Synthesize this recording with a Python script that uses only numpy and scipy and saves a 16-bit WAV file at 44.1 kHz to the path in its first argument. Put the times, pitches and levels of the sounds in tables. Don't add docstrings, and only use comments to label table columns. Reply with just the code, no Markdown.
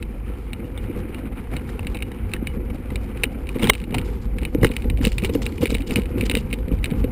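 import sys
import numpy as np
from scipy import signal
from scipy.io import wavfile
from scipy.ndimage import uniform_filter1d

SR = 44100
rng = np.random.default_rng(int(sys.argv[2]) if len(sys.argv) > 2 else 0)


def to_wav(s):
    ch = np.atleast_2d(s).T
    pcm = np.round(np.clip(ch, -1, 1) * 32767)
    wavfile.write(sys.argv[1], SR, pcm.astype(np.int16))


def ratio_of_db(decibels):
    return 10 ** (np.asarray(decibels, float) / 20)


N = 313551

# (time [s], lumpiness level [dB], snow level [dB])
GROUND = [(0.0, -36, -51), (0.25, -41.5, -46.5), (0.55, -34.5, -48.5), (0.93, -39, -45), (1.4, -35, -44),
          (1.84, -34.5, -48), (2.2, -36, -46.5), (2.79, -37, -47.5), (3.2, -35, -45.5), (3.45, -34, -47.5),
          (4.2, -37.5, -50.5), (4.8, -29, -45.5), (5.15, -34.5, -53.5), (5.5, -33.5, -52.5),
          (5.85, -34.5, -51), (6.2, -29.5, -44.5), (6.6, -36.5, -48), (7.11, -30.5, -46.5)]
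# (middle time [s], length [s], jolt gain [dB], crunch gain [dB])
PATCHES = [(0.92, 0.38, 5.5, -11.5), (1.54, 0.098, 8, 3), (1.7, 0.036, 3.5, 14), (2.345, 0.053, 9, 10),
           (3.044, 0.29, -1, 5), (3.564, 0.047, 11.5, 9), (3.645, 0.18, 17, 15), (3.785, 0.07, -4.5, 10.5),
           (3.964, 0.21, 12, -1), (4.085, 0.12, 3, 11), (4.426, 0.037, 9.5, -9), (4.512, 0.1, -7, 7.5),
           (4.642, 0.083, 14.5, 4), (1.36, .07, 2, -9), (1.303, 0.042, -5.5, -24), (3.41, 0.13, 0, 6),
           (0.972, 0.068, 3, 5), (1.15, 0.45, 1, -1), (4.787, 0.33, -5.5, 8), (4.858, 0.086, 2.5, -22),
           (4.957, 0.11, -10, 2), (5.047, 0.11, 11.5, 22), (5.124, 0.22, -0.5, 13.5),
           (5.246, 0.084, 8.5, 18.5), (5.349, 0.11, 4.5, 17), (5.496, 0.42, 1, 10),
           (5.633, 0.056, 15.5, 19.5), (5.736, 0.29, 0.5, 11.5), (5.911, 0.082, 9.5, 20),
           (5.975, 0.094, 12, 12), (6.097, 0.17, -2.5, 5), (6.29, 0.26, -1.5, 7), (6.728, 0.072, 12, -9),
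           (6.912, 0.2, 5.5, 0)]
# (middle time [s], peak level [dB], length [s])
SWAYS = [(.04, -41, 0.44), (0.293, -35, 0.46), (0.51, -27.5, 0.14), (0.817, -34, 0.18), (1.156, -44, 0.68),
         (1.538, -35, 0.22), (1.88, -29.5, 0.49), (2.25, -26.5, 0.16), (2.57, -33.5, 0.95),
         (2.93, -27, 0.14), (3.163, -34, 1), (3.476, -33, 0.22), (3.683, -29, .2), (3.808, -34, 0.053),
         (4.057, -28, 0.46), (4.301, -26.5, 0.26), (4.436, -22, 0.093), (4.65, -27.5, 0.48),
         (4.927, -18.5, 0.21), (5.108, -23.5, 0.45), (5.39, -29, 0.51), (5.754, -21.5, 0.26),
         (6.073, -25.5, 0.29), (6.38, -26, 0.53), (6.628, -27.5, 0.14), (6.779, -20.5, 0.3),
         (7.036, -20, 0.23)]
# (frequency [Hz], width [Hz], level [dB])
FRAME_MODES = [(22.5, 10.9, 0.5), (99.2, 29.1, 0.5), (144.4, 32, -2.5), (212.5, 59, 2), (250, 64.7, 2),
               (340.7, 73.3, -5), (501.2, 47, -7), (815, 103, -25.5), (1220, 160, -42)]
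# (frequency [Hz], level [dB per Hz])
GRIT_SPECTRUM = [(320, -31), (550, -23), (658, -37), (763, -1), (950, -3.5), (1710, -9.5), (2460, -2),
                 (3250, -23.5), (3740, -18), (4380, -48), (5900, -36), (7670, -65), (13000, -120)]
# (frequency [Hz], width [Hz], level [dB])
HOUSING_MODES = [(1573, 370, -17.5), (2197, 431, 1.5), (2370, 810, -2), (2988, 343, -4.5), (3536, 480, -12),
                 (3830, 370, -9), (4500, 580, -18), (5950, 10000, -27.5)]
# (frequency [Hz], width [Hz], level [dB])
PLATE_MODES = [(616, 620, 7), (950, 376, 10), (1357, 200, 2), (1900, 230, -1.5)]
# (frequency [Hz], level at a full tick [dB], decay by 60 dB [s])
METAL_RINGS = [(2900, -41, .16), (3800, -50, .1)]
# (time [s], peak level [dB])
TAPS = [(0.0258, -21.5), (1.145, -25), (1.566, -18.5), (1.83, -32), (1.869, -17), (1.97, -22.5),
        (2.3164, -29), (3.1728, -27), (3.47, -26), (3.7513, -19), (3.8007, -27.5), (3.839, -25),
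        (4.3846, -19.5), (4.432, -23), (4.6676, -18), (4.7154, -20), (4.821, -25), (4.973, -25.5),
        (5.1188, -21), (5.221, -24), (5.58, -27.5), (5.6303, -28), (5.937, -30), (6.018, -24),
        (6.0567, -25.5), (6.1816, -23.5), (6.2632, -24), (6.313, -11.5), (6.9032, -29.5), (7.042, -22.5)]
# (time [s], peak level [dB])
CORNERS = [(0.028, -34), (0.5317, -28), (0.7755, -43), (1.5658, -27), (1.8687, -33), (1.946, -29),
           (2.0233, -29), (2.336, -20.5), (2.469, -31), (2.9572, -21), (3.238, -23), (3.6711, -17),
           (3.6965, -13), (3.8393, -36), (3.9434, -23), (3.983, -24), (4.3844, -48), (4.4508, -25),
           (4.7658, -27), (4.9006, -25), (5.0502, -16), (5.1193, -27), (5.1822, -19), (5.464, -24),
           (5.655, -18), (5.703, -21), (5.7445, -34), (5.9075, -33), (5.9584, -18), (6.2102, -24),
           (6.2971, -13.5), (6.351, -16), (6.5294, -33), (6.8427, -16.5)]
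# (time [s], peak level
# [dB], loudest frequency [Hz])
CHIPS = [(1.182, -37.5, 2390), (1.691, -27, 1690), (1.693, -42, 2240), (1.847, -31, 2090),
         (1.9882, -29, 2390), (2.004, -29, 2300), (2.344, -35, 2840), (2.364, -26.5, 1760),
         (3.25, -29, 2770), (3.254, -26, 2900), (3.558, -34, 2120), (3.642, -12, 3030), (3.651, -19, 2340),
         (3.993, -28, 2880), (4.7366, -29, 2270), (4.756, -33, 2120), (5.012, -28, 1810),
         (5.0417, -21, 2670), (5.1994, -34, 2170), (5.2287, -32, 2590), (5.236, -21, 2470),
         (5.347, -36, 2270), (5.7033, -21.5, 2400), (5.726, -29, 2420), (5.7432, -21, 3920),
         (6.2218, -26, 2420), (6.252, -33, 2210), (6.3045, -38, 2410), (6.3375, -27, 2810),
         (6.363, -26, 2210), (6.51, -28, 2350), (6.716, -33, 2740), (6.8283, -33, 2050),
         (3.6978, 2.5, 3200), (3.631, -14, 2950), (3.6575, -24, 2920), (3.681, -26, 2880),
         (3.689, -20, 3580), (5.6767, -26, 2300), (5.626, -36, 3500), (5.696, -32, 2300), (3.7, -3, 1945),
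         (.495, -47, 3000), (2.549, -42, 2600), (4.582, -46, 3700), (4.69, -33, 3800), (4.71, -32, 3730),
         (5.08, -30, 3800), (5.13, -36, 2780), (5.271, -34, 3970), (5.805, -29, 2370), (3.6981, -7, 1210),
         (4.646, -11, 1460), (4.6475, -12, 2130), (3.6946, -9, 3000), (3.655, -24, 1000),
         (4.631, -18.5, 2010), (5.581, -29.5, 2290), (5.875, -35, 4500), (5.931, -33, 4800),
         (5.49, -39, 4200)]
# (time [s], peak level [dB], loudest frequency [Hz], contact length [ms])
TICKS = [(0.5319, -19, 2670, 2.8), (0.776, -24.5, 3550, 4.5), (2.0234, -15.5, 2760, 3.3),
         (2.3358, -12, 2660, 2.1), (2.4711, -13.5, 2370, 2.7), (2.957, -17.5, 2500, 3.6),
         (3.2348, -3.5, 2550, 1.8), (3.239, -3.5, 2820, 1.9), (3.4902, -18.5, 2500, 2.2),
         (3.63, -30, 2960, 4.9), (3.7342, -16.5, 2190, 4.7), (3.983, -12.5, 2500, 3.3),
         (4.451, -13.5, 2500, 2.9), (4.7654, -10.5, 2280, 2.1), (4.8997, -16, 2690, 3),
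         (5.0505, -7.5, 2760, 2.3), (5.07, -10.5, 2250, 1.1), (5.182, -12, 2310, 3.6),
         (5.2469, -9.5, 2280, 6.3), (5.464, -11, 2360, 2.1), (5.656, -8.5, 2380, 2.7),
         (5.7492, -10.5, 2430, 3.1), (5.908, -14.5, 2530, 3.6), (5.9582, -5, 2450, 2.6),
         (6.2095, -12, 2500, 3), (6.297, -8.5, 2240, 1.9), (6.352, -5.5, 2540, 1.5),
         (6.3706, -13.5, 2120, 3.3), (6.528, -12, 2360, 3.9), (6.842, -9.5, 2540, 3.3)]
# (time [s], peak level [dB])
RATTLES = [(1.514, -35), (2.758, -35), (3.5857, -27), (3.7793, -30), (3.816, -31), (3.908, -30),
           (4.0142, -26), (4.0694, -51), (4.4153, -29), (5.5233, -29), (5.669, -19), (5.712, -22),
           (5.768, -25), (5.7828, -24), (5.8202, -25.5), (5.8735, -37), (5.973, -24), (5.996, -24),
           (6.0346, -32), (6.2374, -24), (6.4094, -47), (6.504, -32), (6.5382, -19.5), (6.5874, -32.5),
           (6.6824, -29), (6.788, -34), (6.8568, -15), (6.9032, -35), (6.911, -26.5), (7, -42)]
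# (time [s], peak level [dB], loudest frequency [Hz], contact length [ms])
SLAPS = [(1.7922, -23, 2640, 1.5), (1.944, -26, 2480, 7.9), (2.115, -29.5, 1820, 4),
         (2.6986, -33.5, 2300, 5.2), (2.902, -30.5, 2120, 3), (3.544, -35, 2090, 3.4),
         (3.5932, -25, 2200, 4.1), (3.622, -17.5, 2120, 4.5), (3.6706, -16.5, 2800, 2.2),
         (3.697, 3.5, 2030, 1.3), (3.9223, -30.5, 2320, 2.7), (3.942, -15.5, 2100, 5.2),
         (3.965, -33, 2220, 1.2), (4.5476, -24, 2250, 0.3), (4.629, -16, 1700, 3.7),
         (4.6451, -4.5, 1880, 1.4), (4.8405, -32.5, 2200, 3.9), (5.292, -26.5, 2150, 4.6),
         (5.35, -23.5, 2260, 1.5), (5.4197, -23.5, 1910, 0.76), (5.4242, -35, 3780, 8.3),
         (5.6166, -29, 3000, 10), (5.7027, -23, 4500, 1), (5.805, -35, 2100, 5.7)]
# (time [s], peak level [dB], loudest frequency [Hz])
BUMPS = [(0.266, -30, 231), (0.299, -17, 263), (0.594, -15.5, 216), (1.607, -20, 223), (1.752, -17, 223),
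         (1.851, -17, 170), (2.917, -13, 238), (3.572, -16, 230), (3.601, -14, 272), (3.924, -11, 160),
         (4.58, -8.5, 149), (4.7, -9.5, 250), (4.852, -10, 230), (4.925, -15, 150), (5.067, -1.5, 197),
         (5.225, -8, 206), (5.606, -9, 151), (5.617, -23, 270), (5.655, -13.5, 420), (5.982, -3.5, 205),
         (6.202, -12, 201), (6.297, -11, 269), (6.351, -13, 287), (6.676, -12.5, 202), (6.688, -13, 205),
         (6.732, -9.5, 171), (6.978, -20, 179), (7.061, -25, 150), (3.687, -12, 110), (4.617, -6.5, 110)]
# (time [s], peak level [dB], loudest frequency [Hz], upper ring re thud [dB])
RUTS = [(0.897, -10, 300, -31), (1.049, -16, 271, -17.5), (2.424, -8, 248, -38), (2.568, -11.5, 217, -21),
        (3.236, -19, 386, -4), (3.557, -13, 260, -5.5), (3.632, -14, 267, -5), (3.694, -3.5, 412, -13),
        (3.904, -12, 222, -32), (4.548, -1, 292, -14.5), (4.631, -3, 198, -9), (4.6445, 0, 300, -7),
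        (5.005, -6, 260, -36), (5.04, -8, 206, -14), (5.293, -11.5, 250, -5.5), (5.351, -2, 287, -10),
        (5.629, -2, 307, -12.5), (5.695, -10, 227, -18), (5.72, -5.5, 250, -14), (5.748, -10, 215, -12),
        (5.918, -8, 230, -23), (5.963, -5, 220, -26), (6.157, -10, 258, -32), (6.228, -9, 220, -10),
        (6.34, -10, 262, -11.5), (6.366, -6, 218, -12), (6.531, -12, 222, -13.5), (6.715, -5.5, 205, -33),
        (6.918, -4.5, 150, -17), (7.041, -3.5, 253, -13)]
# (start time [s], rms level [dB], length [ms])
GRINDS = [(.65, -55, 32), (3.598, -44, 20), (3.618, -35, 19), (3.64, -36, 26), (3.672, -35, 11),
          (4.61, -44, 20), (4.652, -39, 30), (4.98, -50, 44), (5.035, -45, 62), (5.183, -41.5, 25.5),
          (5.246, -39, 10), (5.615, -41, 37), (5.657, -40.5, 24), (5.96, -37, 31), (6.295, -39, 27),
          (6.35, -38, 44), (.86, -58, 92), (1.36, -61, 90), (5.33, -55, 40), (5.42, -49, 60),
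          (5.69, -47, 65), (5.865, -47, 72), (6.18, -50, 100), (6.5, -52, 63), (6.83, -49, 45),
          (3.55, -51, 25)]
# (time [s], peak level [dB], frequency [Hz])
PINGS = [
    (0.78, -48, 2870),
    (1.147, -48, 2880),
    (1.567, -56, 2880),
    (2.474, -40.5, 2910),
    (3.702, -41, 3810),
    (3.703, -36, 2870),
    (4.652, -38, 2780),
]
# (start time [s], rms level [dB], length [ms])
SCUFFS = [(4.048, -48, 19), (4.215, -53, 21), (4.628, -38, 34), (5.038, -42, 12), (5.225, -56, 25),
          (5.335, -56, 18), (5.418, -35.5, 17), (5.455, -33.5, 4), (5.61, -40, 10), (5.699, -39.5, 25),
          (5.872, -40, 12), (5.937, -37, 6.1), (6.255, -33, 14), (6.385, -46, 27), (6.856, -55, 8.8)]
# (frequency [Hz], level re sound [dB], share of time [0-1])
CHANNEL_ERROR = [(60, -40, 0.083), (300, -40, 0.104), (1000, -18.5, 0.11), (3000, -31, 0.12),
                 (4500, -12, 0.3), (6600, -3.5, 0.98), (9900, -19.5, 0.4), (16000, -1, 0.22)]

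MOUNT_HZ, MOUNT_WIDTH_HZ, MOUNT_REST_DB = 48.7, 11.9, -34
CRACKLE_DB, CRACKLE_FOLLOWS_LUMPS = -70.5, 0.77
GRIT_FOLLOWS_CRUNCH, GRIT_FOLLOWS_JOLT = 0.27, 0.69
HISS_DB = -69
# (level reaching the clamp plate [dB], lean to one resonance, metal part damped)
TICK, TAP, SLAP = (-23, 0.73, False), (-22, 0.37, False), (-8, 1.36, True)
RATTLE, CHIP, CORNER = (-35, 0.1, False), (-23, 2.8, True), (-40, 11, True)
TAP_HZ, TAP_MS = 2550, 3.4
RATTLE_HZ, RATTLE_MS = 3120, 2.6
CHIP_MS = 1.37
CORNER_HZ, CORNER_MS, CORNER_LOSS_DB = 3904, 0.93, 3.5
SNAP = 4.54
BUMP_UPPER_DB = -15
PING_T60_S = 0.17
TOP_OPENS_DB = 18
UP, DOWN, HOLD = 147, 40, 4


def rms_one(x):
    return x / np.sqrt(np.mean(x ** 2) + 1e-20)


def band_pass(x, order, low_hz, high_hz):
    return signal.sosfilt(signal.butter(order, [low_hz, high_hz], "band", fs=SR, output="sos"), x)


def in_time(rows):
    s, *columns = np.transpose(rows)
    return [np.interp(np.arange(N) / SR, s, c) for c in columns]


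def swells(middle_s, length_s, height):
    t = np.arange(0, N, 40) / SR
    away = np.clip((t[:, None] - middle_s) / np.maximum(length_s, 0.02), -0.5, 0.5)
    humps = np.cos(np.pi * away) ** 2
    return np.interp(np.arange(N) / SR, t, humps @ height)


def drift(rate):
    r = np.exp(-80 * np.pi * rate / SR)
    noise = rng.standard_normal(N // 40 + 2002)
    slow = signal.lfilter([1], [1, -2 * r, r * r], noise)[2000:]
    return np.interp(np.arange(N) / 40, np.arange(len(slow)), rms_one(slow))


def resonance(x, hz, width_hz):
    r = np.exp(-np.pi * width_hz / SR)
    poles = [1, -2 * r * np.cos(2 * np.pi * hz / SR), r * r]
    return signal.lfilter([(1 - r * r) / 2, 0, (r * r - 1) / 2], poles, x)


def body(x, modes):
    return sum((-1) ** k * ratio_of_db(db) * resonance(x, hz, width) for k, (hz, width, db) in enumerate(modes))


def grains(per_s, spread_db):
    sizes = ratio_of_db(spread_db * np.minimum(rng.exponential(1, N), 4.2)) * rng.choice([-1, 1], N)
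    return rms_one(sizes * (rng.random(N) < per_s / SR))


def add(out, s, sound, peak_db):
    i = max(round(s * SR), 0)
    out[i:i + len(sound)] += (ratio_of_db(peak_db) * sound / np.max(np.abs(sound)))[:N - i]


def bursts(events, soft_samples):
    t = np.arange(N) / SR
    gate = sum(ratio_of_db(db) * ((t > s) & (t < s + ms / 1000)) for s, db, ms in events)
    return uniform_filter1d(gate, size=soft_samples)


def mount(sway_db):
    shake = rng.standard_normal(N)
    narrow = resonance(shake, MOUNT_HZ, MOUNT_WIDTH_HZ)
    sway = rms_one(resonance(narrow, MOUNT_HZ, 102))
    evened = sway / (1.25 + np.sqrt(uniform_filter1d(sway ** 2, size=2500)))
    return ratio_of_db(sway_db) * rms_one(evened)


def frame(rumble_db):
    jolts = grains(per_s=400, spread_db=5.0) + 1.3 * rng.standard_normal(N)
    together = drift(rate=2.9)
    shaken = 0
    for k, (hz, width, db) in enumerate(FRAME_MODES):
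        share_db = db + 1.4 * together + 1.36 * drift(rate=9.6)
        shaken = shaken + (-1) ** k * ratio_of_db(share_db) * resonance(jolts, hz, width)
    return ratio_of_db(rumble_db + 3.0) * rms_one(shaken)


def grit(grit_db):
    clumps = ratio_of_db(1.7 * drift(rate=30))
    crumbs = [clumps * (rng.standard_normal(N) + 0.75 * grains(per_s=840, spread_db=6.5))
              for _ in range(2)]
    edges = 550 * 2 ** (np.arange(12) / 3.2)
    hz, db = np.transpose(GRIT_SPECTRUM)
    out = 0
    for k, (low, high) in enumerate(zip(edges, edges[1:])):
        band = band_pass(crumbs[k % 2], 2, low, high)
        level_db = np.interp(np.log(low * high) / 2, np.log(hz), db)
        out = out + ratio_of_db(level_db + 2 * drift(rate=50.0)) * band
    out = out + 0.73 * resonance(out, 1370, 180)
    return ratio_of_db(grit_db - 1.6) * rms_one(out)


def crackle(crackle_db, crunch_db):
    runs = ratio_of_db(4.0 * drift(rate=83))
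    thick = np.clip(0.3 + crunch_db / 10, 0.1, 2.2)
    clicks = grains(per_s=2400, spread_db=6.5) + 0.4 * rng.standard_normal(N)
    crumbs = thick * runs * clicks + 0.4 * rng.standard_normal(N)
    bright = band_pass(crumbs, 2, 2800, 5700)
    return ratio_of_db(crackle_db + 0.5) * rms_one(bright + 2.2 * body(crumbs, HOUSING_MODES))


def hiss():
    faint = band_pass(rng.standard_normal(N), 1, 1500, 8000)
    return ratio_of_db(HISS_DB + 2.1 * drift(rate=1.6)) * rms_one(faint)


def contacts():
    hard = [(*row, *TICK) for row in TICKS]
    slaps = [(*row, *SLAP) for row in SLAPS]
    taps = [(s, db, TAP_HZ, TAP_MS, *TAP) for s, db in TAPS]
    rattles = [(s, db, RATTLE_HZ, RATTLE_MS, *RATTLE) for s, db in RATTLES]
    chips = [(s, db, hz, CHIP_MS, *CHIP) for s, db, hz in CHIPS]
    corners = [(s, db - CORNER_LOSS_DB, CORNER_HZ, CORNER_MS, *CORNER) for s, db in CORNERS]
    return hard + slaps + taps + rattles + chips + corners


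def ticks():
    out, t = np.zeros(N), np.arange(6000) / SR
    events = contacts()
    chance = rng.standard_normal((len(events), 1000))
    for (s, peak_db, hz, ms, plate_db, lean, damped), noise in zip(events, chance):
        contact = np.zeros(len(t))
        fade = t[:1000] / (max(ms, 0.3) * 0.002)
        contact[:1000] = noise * fade ** 0.64 * np.exp(-2.5 * fade)
        contact[6] += SNAP * (not damped)
        leaning = lean * resonance(resonance(contact, hz, 404), hz, 850)
        add(out, s, body(contact, HOUSING_MODES) + leaning, peak_db - 0.6)
        add(out, s, body(contact, PLATE_MODES), peak_db + plate_db + 5.0)
        for ring_hz, ring_db, t60 in METAL_RINGS:
            bent_hz = ring_hz * (1 + 0.008 * noise[1])
            ring = np.sin(2 * np.pi * bent_hz * t) * ratio_of_db(-60 * t / t60)
            add(out, s, ring, peak_db / 2 + ring_db - 7 * damped + 3 * noise[0])
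    return out


def thuds():
    out, t = np.zeros(N), np.arange(3000) / SR
    push = np.sin(np.pi * np.minimum(t / 0.0022, 1)) ** 2 + 1e-18
    upper = resonance(resonance(push, 481.0, 78), 435, 92)
    for s, peak_db, hz, upper_db in RUTS + [(*row, BUMP_UPPER_DB) for row in BUMPS]:
        pushed = 0.12 * body(push, FRAME_MODES[3:6]) + resonance(push, hz, 59.6)
        add(out, s, resonance(pushed, hz, 257), peak_db - 7.5)
        add(out, s, upper, peak_db + upper_db + 0.5)
    return out


def grinds():
    rub = ratio_of_db(4.0 * drift(rate=150)) * rng.standard_normal(N)
    rung = body(rub, HOUSING_MODES) + 1.03 * resonance(rub, 2850, 210)
    return rms_one(rung) * bursts(GRINDS, soft_samples=180)


def pings():
    out, t = np.zeros(N), np.arange(6000) / SR
    for s, peak_db, hz in PINGS:
        add(out, s, np.sin(2 * np.pi * hz * t) * ratio_of_db(-60 * t / PING_T60_S), peak_db)
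    return out


def scuffs():
    brush = rms_one(band_pass(rng.standard_normal(N), 1, 1900, 7000))
    return brush * bursts(SCUFFS, soft_samples=130)


def scene():
    lump_db, snow_db = in_time(GROUND)
    middle_s, length_s, jolt_db, crunch_db = np.transpose(PATCHES)
    jolt_db = swells(middle_s, length_s, jolt_db)
    crunch_db = swells(middle_s, length_s, crunch_db)
    middle_s, peak_db, length_s = np.transpose(SWAYS)
    sway_db = 20 * np.log10(ratio_of_db(MOUNT_REST_DB) + swells(middle_s, length_s, ratio_of_db(peak_db)))
    grit_db = snow_db + GRIT_FOLLOWS_CRUNCH * crunch_db + GRIT_FOLLOWS_JOLT * jolt_db
    crackle_db = CRACKLE_DB + crunch_db + CRACKLE_FOLLOWS_LUMPS * (lump_db - lump_db.mean())
    rolling = mount(sway_db) + frame(lump_db + jolt_db) + grit(grit_db)
    thrown = crackle(crackle_db, crunch_db) + hiss()
    struck = ticks() + thuds() + grinds() + pings() + scuffs()
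    mono = rolling + thrown + struck
    return np.array([mono, mono])


def sample_and_hold(x):
    slow = signal.resample_poly(x, DOWN, UP)
    held = signal.resample_poly(np.repeat(slow, HOLD), UP, DOWN * HOLD)[:N]
    return np.pad(held, (0, N - len(held)))


def top_cut(x):
    low = signal.sosfiltfilt(signal.cheby2(16, 40, 15900, fs=SR, output="sos"), x)
    treble = signal.sosfilt(signal.butter(2, 6000, "high", fs=SR, output="sos"), x)
    fast = uniform_filter1d(treble ** 2, size=256)
    slow = uniform_filter1d(treble ** 2, size=2048)
    sharp = (fast > 2.5 * slow) & (fast > ratio_of_db(TOP_OPENS_DB) * np.median(fast))
    near_sharp = uniform_filter1d(1.0 * sharp, size=400) > 0
    opening = uniform_filter1d(1.0 * near_sharp, size=128)
    return low + ratio_of_db(-15.0) * opening * (x - low)


def smear(x):
    hz, _, frames = signal.stft(x, SR, nperseg=512)
    at, db, share = np.transpose(CHANNEL_ERROR)
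    db, share = [np.interp(np.log(hz + 1), np.log(at), c)[:, None] for c in (db, share)]
    dice = rng.random((len(hz) // 12 + 1, frames.shape[1] // 4 + 1))
    dice = np.repeat(np.repeat(dice, 12, axis=0), 4, axis=1)[:len(hz), :frames.shape[1]]
    treble = np.log(np.mean(np.abs(frames[40:180]) ** 2, axis=0) + 1e-20)
    loudness = np.clip(0.7 + 0.35 * (treble - np.median(treble)), 0.2, 2.2)
    apart = dice < share * loudness
    turned = np.exp(2j * np.pi * rng.random(frames.shape))
    return signal.istft(frames * ratio_of_db(db) * apart * turned, SR, nperseg=512)[1][:N]


def band_limit(x):
    return signal.sosfilt(signal.butter(12, 16600, fs=SR, output="sos"), x)


def record(dry):
    overloaded = 1.099 * np.tanh(dry[0] / 1.108)
    held = sample_and_hold(overloaded)
    cut = signal.sosfilt(signal.cheby2(18, 50, 16700, fs=SR, output="sos"), top_cut(held))
    cut = cut - 0.25 * resonance(cut, 13540, 3800)
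    side = smear(cut)
    return band_limit(np.array([cut + side, cut - side]))


dry = scene()
out = record(dry)
to_wav(out)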